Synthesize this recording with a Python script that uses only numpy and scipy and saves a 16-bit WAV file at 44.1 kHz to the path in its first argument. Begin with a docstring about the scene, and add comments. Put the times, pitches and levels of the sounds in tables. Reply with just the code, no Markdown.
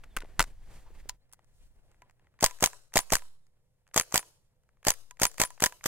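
"""Gas blowback air rifle among trees

A magazine is slapped home and a lever clicks; then eleven shots, the last cut short by the end.
A cycle: sear tick, valve burst, muzzle pop, bolt slam, bolt return, bounce, at times a trigger reset.
Blows are noise bursts through resonances; gas is pressure pulses and coloured noise, with puffs.
The trees' echo is noise convolved with a decaying tail; hands rustle and wind rumbles."""
import sys
import numpy as np
from scipy import signal
from scipy.fft import rfft, irfft
from scipy.io import wavfile
from scipy.ndimage import uniform_filter1d, map_coordinates

SR = 44100
rng = np.random.default_rng(int(sys.argv[2]) if len(sys.argv) > 2 else 0)


def digitize_waveform(pressure):
    """Quantize a signal to 16-bit integers and store it at the path in sys.argv[1].

    Rows of a 2-D input are taken as channels; values are limited to [-1, 1].
    """
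    field = np.atleast_2d(pressure).T
    bounded = np.clip(field, -1, 1)
    quanta = np.round(bounded * 32767).astype(np.int16)
    wavfile.write(sys.argv[1], SR, quanta)


def invert_db(level):
    """Linear amplitude ratio for a level in decibels (20 dB per decade), elementwise."""
    return 10 ** (np.asarray(level, dtype=float) / 20)


N = 258867

# shots: (valve [s], bolt slam [s], bolt return [s], muzzle pop [dB], slam crack [dB], spring ring [dB])
SHOTS = [(2.4273, 2.4422, 2.4626, -10, -3, -30.5), (2.6256, 2.6402, 2.6608, -11, -4.5, -34),
         (2.9578, 2.9715, 2.9907, -10, -6.5, -34.5), (3.1222, 3.135, 3.1546, -12.5, -9, -43.5),
         (3.962, 3.9774, 3.9984, -16.5, -7.5, -38), (4.1423, 4.1579, 4.1782, -18.5, -8.5, -38.5),
         (4.8687, 4.884, 4.9051, -16, -7, -37.5), (5.2172, 5.2333, 5.2539, -18.5, -7.5, -30),
         (5.4001, 5.4164, 5.4372, -20, -6.5, -29), (5.6228, 5.6394, 5.661, -16, -4.5, -29),
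         (5.8592, 5.876, 5.897, -22.5, -6, -35)]
# the closed bolt bounces and a small pin rings: (time [s], crack [dB], pin [dB])
BOUNCES = [(2.4718, -34, -60), (2.6739, -29, -43.5), (3.004, -29, -36.5), (3.1677, -27, -41.5),
           (4.0111, -22.5, -36), (4.1932, -28.5, -37), (4.9183, -30, -40), (5.2666, -24.5, -32),
           (5.4505, -29, -32), (5.665, -17.5, -55)]
# the trigger resets and its spring rings: (time [s], crack [dB], body [dB])
RESETS = [(2.0206, -54, -49), (2.5108, -37.5, -42.5), (2.7325, -44, -46.5), (3.222, -48, -50.5),
          (4.2292, -47.5, -50.5), (5.1104, -38.5, -46.5), (5.505, -38.5, -45.5), (5.724, -40.5, -46)]


def in_time(rows):
    """Columns of a (time [s], values ..) curve, interpolated to one value a sample."""
    s, *columns = np.transpose(rows)
    return [np.interp(np.arange(N) / SR, s, column) for column in columns]


def drift(size, span):
    """Slow random wander of unit rms: white noise averaged over span samples."""
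    return uniform_filter1d(rng.standard_normal(size), size=span) * np.sqrt(span)


def coloured(points, size, alike):
    """Stereo noise with a (frequency [Hz], level [dB]) spectrum, partly shared by the channels; rms 1."""
    white = rng.standard_normal((3, size))
    mixed = np.sqrt(alike) * white[0] + np.sqrt(1 - alike) * white[1:]
    hz, db = np.transpose(points)
    bin_hz = np.fft.rfftfreq(size, 1 / SR) + 1
    gain = invert_db(np.interp(np.log(bin_hz), np.log(hz), db))
    x = irfft(rfft(mixed) * gain, size)
    return x / x.std()


def resonate(x, modes, tilt_db):
    """Parallel resonances, near unit gain on white noise; the treble leans to the right capsule."""
    out, power = 0, 0
    for k, (hz, width_hz, db) in enumerate(modes):
        r = np.exp(-np.pi * width_hz / SR)
        pan = invert_db(tilt_db * np.log2(7000.0 / hz) * np.array([[.5], [-.5]]))
        zeros = [(1 - r * r) / 2, 0, (r * r - 1) / 2]
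        poles = [1, -2 * r * np.cos(2 * np.pi * hz / SR), r * r]
        out = out + (-1) ** k * invert_db(db) * pan * signal.lfilter(zeros, poles, x)
        power += invert_db(db) ** 2 * np.pi * width_hz / SR
    return out / np.sqrt(power)


def add(out, s, shape, lead):
    """Lay a shape so that its sample number lead falls on time s."""
    at = round(s * SR) - lead
    out[..., at:at + shape.shape[-1]] += shape[..., :max(N - at, 0)]


def burst(grains, rise_ms, fall_ms, rattle_db, rattle_ms):
    """One blow: micro-impacts gather, die fast and leave a weaker rattle; energy is set, not left to chance."""
    ms = (np.arange(1500) - 200) / SR * 1000
    after = np.maximum(ms, 0)
    rattle = invert_db(rattle_db) * np.exp(-after / rattle_ms) * (1 - np.exp(-after))
    fading = np.exp(-after / fall_ms) + rattle
    shape = np.where(ms < 0, np.exp(np.minimum(ms, 0) / max(rise_ms, .05)), fading)
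    noise = shape * grains
    return noise * np.sqrt(np.sum(shape ** 2) / np.sum(noise ** 2, axis=1, keepdims=True))


def gas():
    """Valve push, muzzle pop and vent hiss: pressure pulses, and noise decaying as the gas escapes."""
    # vent hiss spectrum: (frequency [Hz], relative level [dB per Hz])
    vent_spectrum = [(290, -33), (500, -5), (1040, -8.5), (3110, -8), (3500, -11), (4830, -8), (8300, -4),
                     (8930, -13), (14700, -7.5), (16500, -23)]
    push_db, push_follows_pop, vent_db = -12.0, .36, -26.5
    pop_hz, pop_lead_s = 748.0, .0043
    push, vent = np.zeros((2, N))
    ms = (np.arange(4400) - 300) / SR * 1000
    after = np.maximum(ms, 0)
    # pressure builds, then snaps to suction and swings back
    slow_swing = -.7 * np.exp(-after / 2.0) * np.cos(2 * np.pi * 0.11 * after)
    fast_swing = -0.67 * np.exp(-after / 1.0) * np.sin(2 * np.pi * .7 * after)
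    valve = np.where(ms < 0, np.exp(np.minimum(ms, 0) / 0.7), slow_swing + fast_swing)
    # the barrel breathes out in two cycles
    pop = np.sin(2 * np.pi * pop_hz * ms / 1000) * np.exp(-(ms / 0.99) ** 2)
    valve_vent = np.exp(np.minimum(ms, 0) / 1.3 - after / 12.0)
    slam_vent = (ms > 0) * np.exp(-after / 15.3)
    for valve_s, slam_s, _, pop_db, _, _ in SHOTS:
        add(push, valve_s, invert_db(push_db + push_follows_pop * pop_db) * valve, lead=300)
        add(push, slam_s - pop_lead_s, invert_db(pop_db) * pop, lead=300)
        add(vent, valve_s, invert_db(vent_db) * valve_vent, lead=300)
        # the hammer scrapes forward
        add(vent, valve_s - .021, invert_db(vent_db - 21.5) * np.hanning(1100), lead=0)
        add(vent, slam_s, invert_db(vent_db) * slam_vent, lead=300)
    push = signal.lfilter(*signal.butter(1, 3000, fs=SR), push)
    return push, vent * coloured(vent_spectrum, N, alike=.55)


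def blows():
    """Every blow inside the action as (time [s], crack [dB], body [dB], rise [ms])."""
    # trigger creak, sear, hammer, valve stem: (time after valve [ms], crack [dB], body [dB], rise [ms])
    valve_blows = [(-22.5, -50, -52, 1.0), (-18, -28, -40, .5), (1, -17, -29, .8), (3.5, -19, -31, .45)]
    # the bolt rebounds off the buffer: (time [s], crack [dB])
    rebound_rows = [(2.4498, -16.5), (2.649, -25), (2.9792, -11.5), (3.1429, -20.5), (3.9841, -19),
                    (4.1667, -23), (4.8923, -20.5), (5.2402, -17), (5.4244, -21), (5.648, -15.5)]
    # loose ticks as the finger works the trigger: (time [s], crack [dB], body [dB])
    tick_rows = [(1.3927, -66, -57), (1.4451, -61.5, -72), (1.9158, -62, -64.5), (1.945, -72, -67),
                 (2.0974, -61, -57.5), (2.1101, -61, -68), (2.1961, -74.5, -64.5), (2.2455, -77.5, -68),
                 (2.2704, -76.5, -60.5), (2.341, -76, -67.5), (2.3908, -62, -49), (2.499, -48, -50),
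                 (2.5877, -51, -58.5), (2.9223, -69.5, -58), (2.9378, -44, -53.5), (3.468, -62, -75),
                 (3.868, -69.5, -66), (3.8775, -56.5, -68), (3.8893, -66.5, -65.5), (3.9133, -78.5, -62),
                 (4.0218, -32, -54), (4.1107, -49, -60), (4.6354, -69.5, -71.5), (4.6908, -71.5, -64),
                 (4.7709, -78, -68.5), (4.8299, -58.5, -54.5), (4.939, -34, -47.5), (5.1713, -60, -57.5),
                 (5.3159, -42, -55.5), (5.343, -44, -57.5), (5.578, -61, -51.5), (5.601, -41, -44),
                 (5.8106, -60, -54.5)]
    slam_body_db, bounce_body_db, settling_body_db = -11.5, -8.0, -9   # against the crack
    rebound_body_db = -35
    slam_rise_ms, rebound_rise_ms, tick_rise_ms = .15, .55, .42
    spread_db = 2.0   # no two blows alike
    cycle = []
    for valve_s, _, return_s, _, _, _ in SHOTS:
        cycle += [(valve_s + ms / 1000, *force) for ms, *force in valve_blows]
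        cycle.append((return_s, -12.5, -25, .85))   # the bolt closes
        # parts settle 8 to 45 ms after the bolt closes, the later the weaker
        for share in rng.random(3):
            db = -34 + share * (-50 + 34)
            ms = 8 + share * (45 - 8)
            cycle.append((return_s + ms / 1000, db, db + settling_body_db, tick_rise_ms))
    cycle = np.array(cycle)
    cycle[:, 1:3] += spread_db * rng.standard_normal((len(cycle), 2))
    slams = [(s, db, db + slam_body_db, slam_rise_ms) for _, s, _, _, db, _ in SHOTS]
    bounces = [(s, db, db + bounce_body_db, tick_rise_ms) for s, db, _ in BOUNCES]
    rebounds = [(s, db, rebound_body_db, rebound_rise_ms) for s, db in rebound_rows]
    light = [(*row, tick_rise_ms) for row in RESETS + tick_rows]
    return [*cycle, *slams, *rebounds, *bounces, *light]


def contacts():
    """Each blow drives the crack and body resonances and shoves the whole rifle."""
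    # crack resonances: (frequency [Hz], width [Hz], relative level [dB])
    crack_modes = [(3060, 680, -8), (4840, 570, -3.5), (6450, 580, 1), (7740, 700, -1), (9140, 1500, -7),
                   (11840, 1500, -8.5), (13500, 670, -11.5), (15400, 460, -12)]
    # body resonances: (frequency [Hz], width [Hz], relative level [dB])
    body_modes = [(416, 220, -5.5), (720, 580, 1.5), (1280, 470, 4.5), (1786, 350, 6), (2370, 930, -1.5)]
    alike, light_loss = 0.47, 0.65
    jolt_db, jolt_ms, snap_db, snap_ms = -11.5, 1.2, 0.5, 0.12
    crack = np.zeros((2, N)) + 1e-18
    body, jolt = np.zeros((2, N)) + 1e-18
    ms = np.arange(-150, 150) / SR * 1000
    shove, snap = np.exp(-(ms / jolt_ms) ** 2), np.exp(-(ms / snap_ms) ** 2)
    rows = blows()
    grains = rng.standard_normal((len(rows), 4, 1500))
    for (s, crack_db, body_db, rise_ms), g in zip(rows, grains):
        g = burst(g, rise_ms, fall_ms=1.0, rattle_db=-20.0, rattle_ms=5.6)
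        noise = np.sqrt(alike) * g[0] + np.sqrt(1 - alike) * g[1:3]
        add(crack, s, invert_db(crack_db) * noise, lead=228)
        add(body, s, invert_db(body_db) * g[3], lead=225)
        move_db = body_db + light_loss * min(body_db + 28.0, 0)   # light blows hardly move the rifle
        # both the shove and the first snap pull the pressure down
        add(jolt, s, -invert_db(move_db + jolt_db) * shove - invert_db(move_db + snap_db) * snap, lead=150)
    knock = resonate(body, body_modes, tilt_db=0.52) * invert_db(8.0) + jolt
    return resonate(crack, crack_modes, tilt_db=2.5), knock


def pings():
    """When and how hard the spring and the pin are set ringing, as (time [s], level [dB])."""
    reset_ring_db = -4   # against the body
    return_ring_db = -4.5   # the spring rings again, weaker, at the return
    spring = [(1.096, -48.5)]   # the lever click shakes the spring too
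    spring += [(s, body_db + reset_ring_db) for s, _, body_db in RESETS]
    for _, slam_s, return_s, _, _, ring_db in SHOTS:
        spring += [(slam_s, ring_db), (return_s, ring_db + return_ring_db)]
    return spring, [(s, db) for s, _, db in BOUNCES]


def rings():
    """A spring and a pin ring on after some blows: impulses into lightly damped two-pole modes."""
    # ringing modes: (frequency [Hz], relative level [dB], t60 [s], part [0 spring, 1 pin])
    ring_modes = [(991.7, 1.5, 0.079, 0), (1020, -9.5, 0.028, 0), (1624, -9, .04, 0), (1970, -12, .04, 0),
                  (9800, 3.5, 0.062, 1)]
    out, trains = 0, np.zeros((2, N)) + 1e-18
    for train, rows in zip(trains, pings()):
        for s, db in rows:
            add(train, s, invert_db(np.array([db])), lead=0)
    for hz, db, t60_s, part in ring_modes:
        r, w = invert_db(-60 / (t60_s * SR)), 2 * np.pi * hz / SR
        mode = signal.lfilter([0, np.sin(w)], [1, -2 * r * np.cos(w), r * r], trains[int(part)])
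        out = out + invert_db(db) * mode
    return out


def rattles():
    """Loose parts rattle around the slaps: a few small clicks at chance moments in each span."""
    # rattling spans: (start [s], end [s], first click [dB], last click [dB], body against click [dB])
    rattle_rows = [(.208, .27, -57, -70, 11.5), (0.388, 0.441, -28, -35, -3),
                   (1.291, 1.345, -71, -59, -2.5)]
    rows = []
    for start, end, first_db, last_db, body_db in rattle_rows:
        for share, tone in rng.random((4, 2)):
            db = first_db + share * (last_db - first_db)
            centre_hz = 6000 * (0.64 + .5 * tone)
            rows.append((start + share * (end - start), db, db + body_db, centre_hz))
    return rows


def handling():
    """Dry plastic clacks: one sharp cycle, a broad click of its own colour and a loose rattle."""
    # magazine, catch and lever under the hand: (time [s], click [dB], body [dB], click centre [Hz])
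    handling_rows = [(0.0374, -54.5, -46.5, 3930), (0.0417, -52.5, -47, 6160), (0.1666, -24, -27.5, 8400),
                     (0.1705, -25.5, -25, 7800), (0.1864, -42, -40.5, 6200), (0.2054, -41.5, -40.5, 5500),
                     (0.223, -52, -42, 4800), (0.3949, -13, -13.5, 7100), (0.404, -25, -11, 6900),
                     (0.4063, -13.5, -23, 8400), (0.416, -26, -27, 6200), (0.4258, -23, -31.5, 6400),
                     (0.952, -65, -61.5, 3500), (1.0587, -74, -65.5, 7380), (1.0907, -31, -56, 9560),
                     (1.0948, -23.5, -36, 4660), (1.3266, -44.5, -65.5, 9800), (1.3341, -40, -55.5, 7500)]
    # grip resonances: (frequency [Hz], width [Hz], relative level [dB])
    grip_modes = [(272, 140, -13), (537, 230, -10), (910, 270, -3.5), (1480, 280, -1.5), (2000, 170, -3),
                  (2610, 380, -9.5)]
    alike, snap_db, snap_khz, rise_ms = .6, 6.0, 2.0, .46
    out, body = np.zeros((2, N)), np.zeros(N) + 1e-18
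    ms = np.arange(-60, 60) / SR * 1000
    snap = np.sin(2 * np.pi * snap_khz * ms) * np.exp(-(ms / 0.19) ** 2)
    rows = handling_rows + rattles()
    grains = rng.standard_normal((len(rows), 4, 1500))
    for (s, click_db, body_db, centre_hz), g in zip(rows, grains):
        g = burst(g, rise_ms, fall_ms=1.0, rattle_db=-16.5, rattle_ms=6.9)
        noise = np.sqrt(alike) * g[0] + np.sqrt(1 - alike) * g[1:3]
        click = resonate(noise, [(centre_hz, .9 * centre_hz, 0)], tilt_db=3.5)
        add(out, s, invert_db(click_db) * click, lead=205)
        add(out, s, invert_db(body_db + snap_db) * snap[None], lead=66)
        add(body, s, invert_db(body_db) * g[3], lead=220)
    return out + resonate(body, grip_modes, tilt_db=0.9) * invert_db(1.5)


def thumps():
    """Each thump is a damped swing of pressure, suction first."""
    # palm and knuckles on magazine and grip: (time [s], level [dB], frequency [Hz])
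    thump_rows = [(0.166, -28, 18.7), (.166, -36, 160), (.235, -35.5, 420), (.249, -38.5, 680),
                  (.392, -20.5, 24), (.394, -25.5, 150), (.905, -46.5, 450), (1.057, -45, 460)]
    out, t = np.zeros(N), np.arange(6000) / SR
    for s, db, hz in thump_rows:
        add(out, s, -invert_db(db) * np.sin(2 * np.pi * hz * t) * np.exp(-1.4 * hz * t), lead=0)
    return out


def puffs():
    """Vented gas on a capsule: a one-sided pressure lump, quick rise and slower fall."""
    # vented gas brushing each capsule: (time [s], left [dB], right [dB])
    puff_rows = [(2.441, -22, -28.5), (2.639, -32, -37.5), (2.97, -39.5, -22.5), (3.134, -21.5, -19.5),
                 (3.976, -45, -39), (4.157, -46, -42), (4.884, -22, -32), (5.233, -27, -43),
                 (5.415, -29.5, -50), (5.639, -52.5, -39)]
    out, ms = np.zeros((2, N)), np.arange(6000) / SR * 1000
    lump = np.exp(-ms / 26.0) - np.exp(-ms / 1.7)
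    for s, left_db, right_db in puff_rows:
        add(out, s, invert_db(np.array([[left_db], [right_db]])) * lump, lead=0)
    return out


def trees(x):
    """Trunks and leaves scatter a diffuse echo; fine colour is smeared, so only loudness is passed on."""
    # colour of the trees' echo: (frequency [Hz], relative level [dB])
    echo_spectrum = [(180, -46.5), (300, -12), (413, -5.5), (807, -7.5), (2360, -12.5), (6670, -7),
                     (13300, -15), (15700, -21.5), (16500, -37.5)]
    t60_s, build_up_s = 0.53, .02
    t = np.arange(SR) / SR
    patches_db = 2.5 * drift(SR, 500)   # single trunks answer louder
    envelope = invert_db(-60 * t / t60_s + patches_db) * (1 - np.exp(-(t / build_up_s) ** 2))
    tail = coloured(echo_spectrum, SR, alike=0.25) * envelope
    loudness = uniform_filter1d(np.abs(np.diff(x.mean(axis=0), prepend=0)), size=20)
    smeared = loudness * rng.standard_normal(N)
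    return invert_db(-58.0) * signal.fftconvolve(smeared[None], tail, axes=1)[:, :N]


def rubbing():
    """Hand and cloth on the rifle: dull rubbing and fine hiss, both noise of uneven loudness."""
    # hand and cloth, then still: (time [s], dull rubbing before trim [dB], fine hiss [dB])
    rubbing_curve = [(0, -61, -75), (.07, -67, -82), (.3, -63, -75), (.36, -65.5, -78), (.48, -57, -66),
                     (.56, -70.5, -84.5), (.76, -59.5, -63), (.88, -65.5, -80.5), (1.0, -63.5, -68),
                     (1.04, -67.5, -79.5), (1.15, -67, -78), (1.18, -82, -92), (1.45, -77, -87),
                     (1.65, -71.5, -72), (1.7, -76.5, -86), (1.9, -71.5, -82.5), (2.2, -76.5, -92),
                     (3.3, -84, -91), (5.87, -82.5, -92)]
    # dull rubbing spectrum: (frequency [Hz], relative level [dB per Hz])
    rustle_spectrum = [(59, -31), (100, 1.5), (271, -9.5), (304, -9.5), (911, -13), (1260, -19),
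                       (1840, -16), (5000, -31.5), (6500, -59.5), (11000, -120)]
    # fine hiss spectrum: (frequency [Hz], relative level [dB per Hz])
    hiss_spectrum = [(1500, -24.5), (3000, -5.5), (5000, -3.5), (8500, -2), (15000, -9.5), (16500, -26.5)]
    rub_db, hiss_db = in_time(rubbing_curve)
    grain = invert_db(1.5 * drift(N, 900))   # skin sticks and slips
    folds = invert_db(2.5 * drift(N, 2500))   # cloth folds scrape in bursts
    dull = folds * invert_db(rub_db - 1.0) * coloured(rustle_spectrum, N, alike=0.85)
    return grain * (dull + invert_db(hiss_db) * coloured(hiss_spectrum, N, alike=.5))


def scrapes():
    """Fingers on ribbed plastic: noise in one broad resonance, swelling and fading."""
    # drags over the ribs: (start [s], end [s], centre [Hz], level [dB])
    scrape_rows = [(.84, .91, 900, -64), (.975, 1.025, 1950, -63), (1.57, 1.685, 2700, -78),
                   (1.8, 1.9, 600, -76)]
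    out = np.zeros((2, N))
    for start, end, centre_hz, db in scrape_rows:
        size = round((end - start) * SR)
        noise = rng.standard_normal(8000)[:size]
        drag = resonate(noise, [(centre_hz, .3 * centre_hz, 0)], tilt_db=0)
        add(out, start, invert_db(db) * np.hanning(size) * drag, lead=0)
    return out


def wind():
    """Wind turbulence on the microphone ports: low rumble with a varying level."""
    # rumble on the ports: (time [s], level [dB])
    wind_curve = [(0, -52), (.3, -50.5), (.5, -49), (.9, -48.5), (1.1, -48.5), (1.19, -65), (1.45, -67.5),
                  (1.65, -54), (1.9, -64.5), (2.3, -66.5), (3.4, -73.5), (5.87, -67.5)]
    wind_db, = in_time(wind_curve)
    spectrum = [(5, -8.5), (12, 2.5), (25, -2), (50, -10.5), (100, -22), (300, -54.5)]   # (Hz, dB)
    return invert_db(wind_db) * coloured(spectrum, N, alike=.7)


def birds():
    """Faint gliding whistles, slightly rough: swept sines with a wavering amplitude."""
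    # whistles: (start [s], end [s], from [Hz], to [Hz], level [dB])
    bird_rows = [(.088, .15, 3853, 3154, -72), (1.19, 1.262, 3480, 5060, -83.5)]
    out = np.zeros(N)
    for start, end, from_hz, to_hz, db in bird_rows:
        hz = np.linspace(from_hz, to_hz, round((end - start) * SR))
        rough = 1 + .5 * drift(4000, 60)[:len(hz)]
        whistle = np.sin(2 * np.pi * np.cumsum(hz) / SR)
        add(out, start, invert_db(db) * np.hanning(len(hz)) * rough * whistle, lead=0)
    return out


def hum():
    """A distant machine: steady sines of random phase."""
    # machine tones: (frequency [Hz], level before trim [dB])
    hum_tones = [(86.1, -87.5), (123.8, -82), (150.7, -88.5), (500.6, -94.5)]
    t = np.arange(N) / SR
    return sum(invert_db(db + 3.5) * np.sin(2 * np.pi * (hz * t + rng.random())) for hz, db in hum_tones)


def still_air():
    """Steady faint coloured noise."""
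    # still air spectrum: (frequency [Hz], relative level [dB])
    air_spectrum = [(35, -30), (60, -1.5), (147, -3.5), (297, -26.5), (403, -20), (509, -13), (675, -21),
                    (1500, -36.5), (15000, -36), (16500, -48)]
    return invert_db(-77.5) * coloured(air_spectrum, N, alike=0.55)


def late(x, lag_ms):
    """Sound reaches the left capsule later: a fractional delay by spline interpolation."""
    left = map_coordinates(x[0], [np.arange(N) - lag_ms * SR / 1000], order=3)
    return np.array([left, x[1]])


def scene():
    """All layers; sound reaches the right capsule first."""
    # the rifle moves to one side: (time [s], left lag [ms])
    left_lag = [(0, 0.026), (1.16, 0.043), (1.18, 0.11), (5.87, 0.094)]
    push, vent = gas()
    crack, knock = contacts()
    lag_ms, = in_time(left_lag)
    # pressure pulses and the body's knock come from nearer the middle
    middle = push * invert_db([[.4], [-.4]]) + knock
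    beside = crack + vent + trees(crack + vent + middle) + rings() + handling() + puffs() + thumps()
    beside = beside + rubbing() + scrapes() + wind() + birds() + hum() + still_air()
    return late(beside, lag_ms) + late(middle, .05)


def low_pass(x):
    """Removes everything above the highest recorded frequency."""
    return signal.sosfilt(signal.butter(12, 17150, fs=SR, output="sos"), x)


def record(dry):
    """The microphone lets slow pressure sag back, rounds the peaks and drops the top."""
    sagged = signal.lfilter(*signal.butter(1, 1.7, "high", fs=SR), dry)
    rounded = 1.1 * np.tanh(sagged / 1.1)
    mix = signal.sosfilt(signal.cheby2(14, 60, 17200, fs=SR, output="sos"), rounded)
    return low_pass(mix)


dry = scene()
out = record(dry)
digitize_waveform(out)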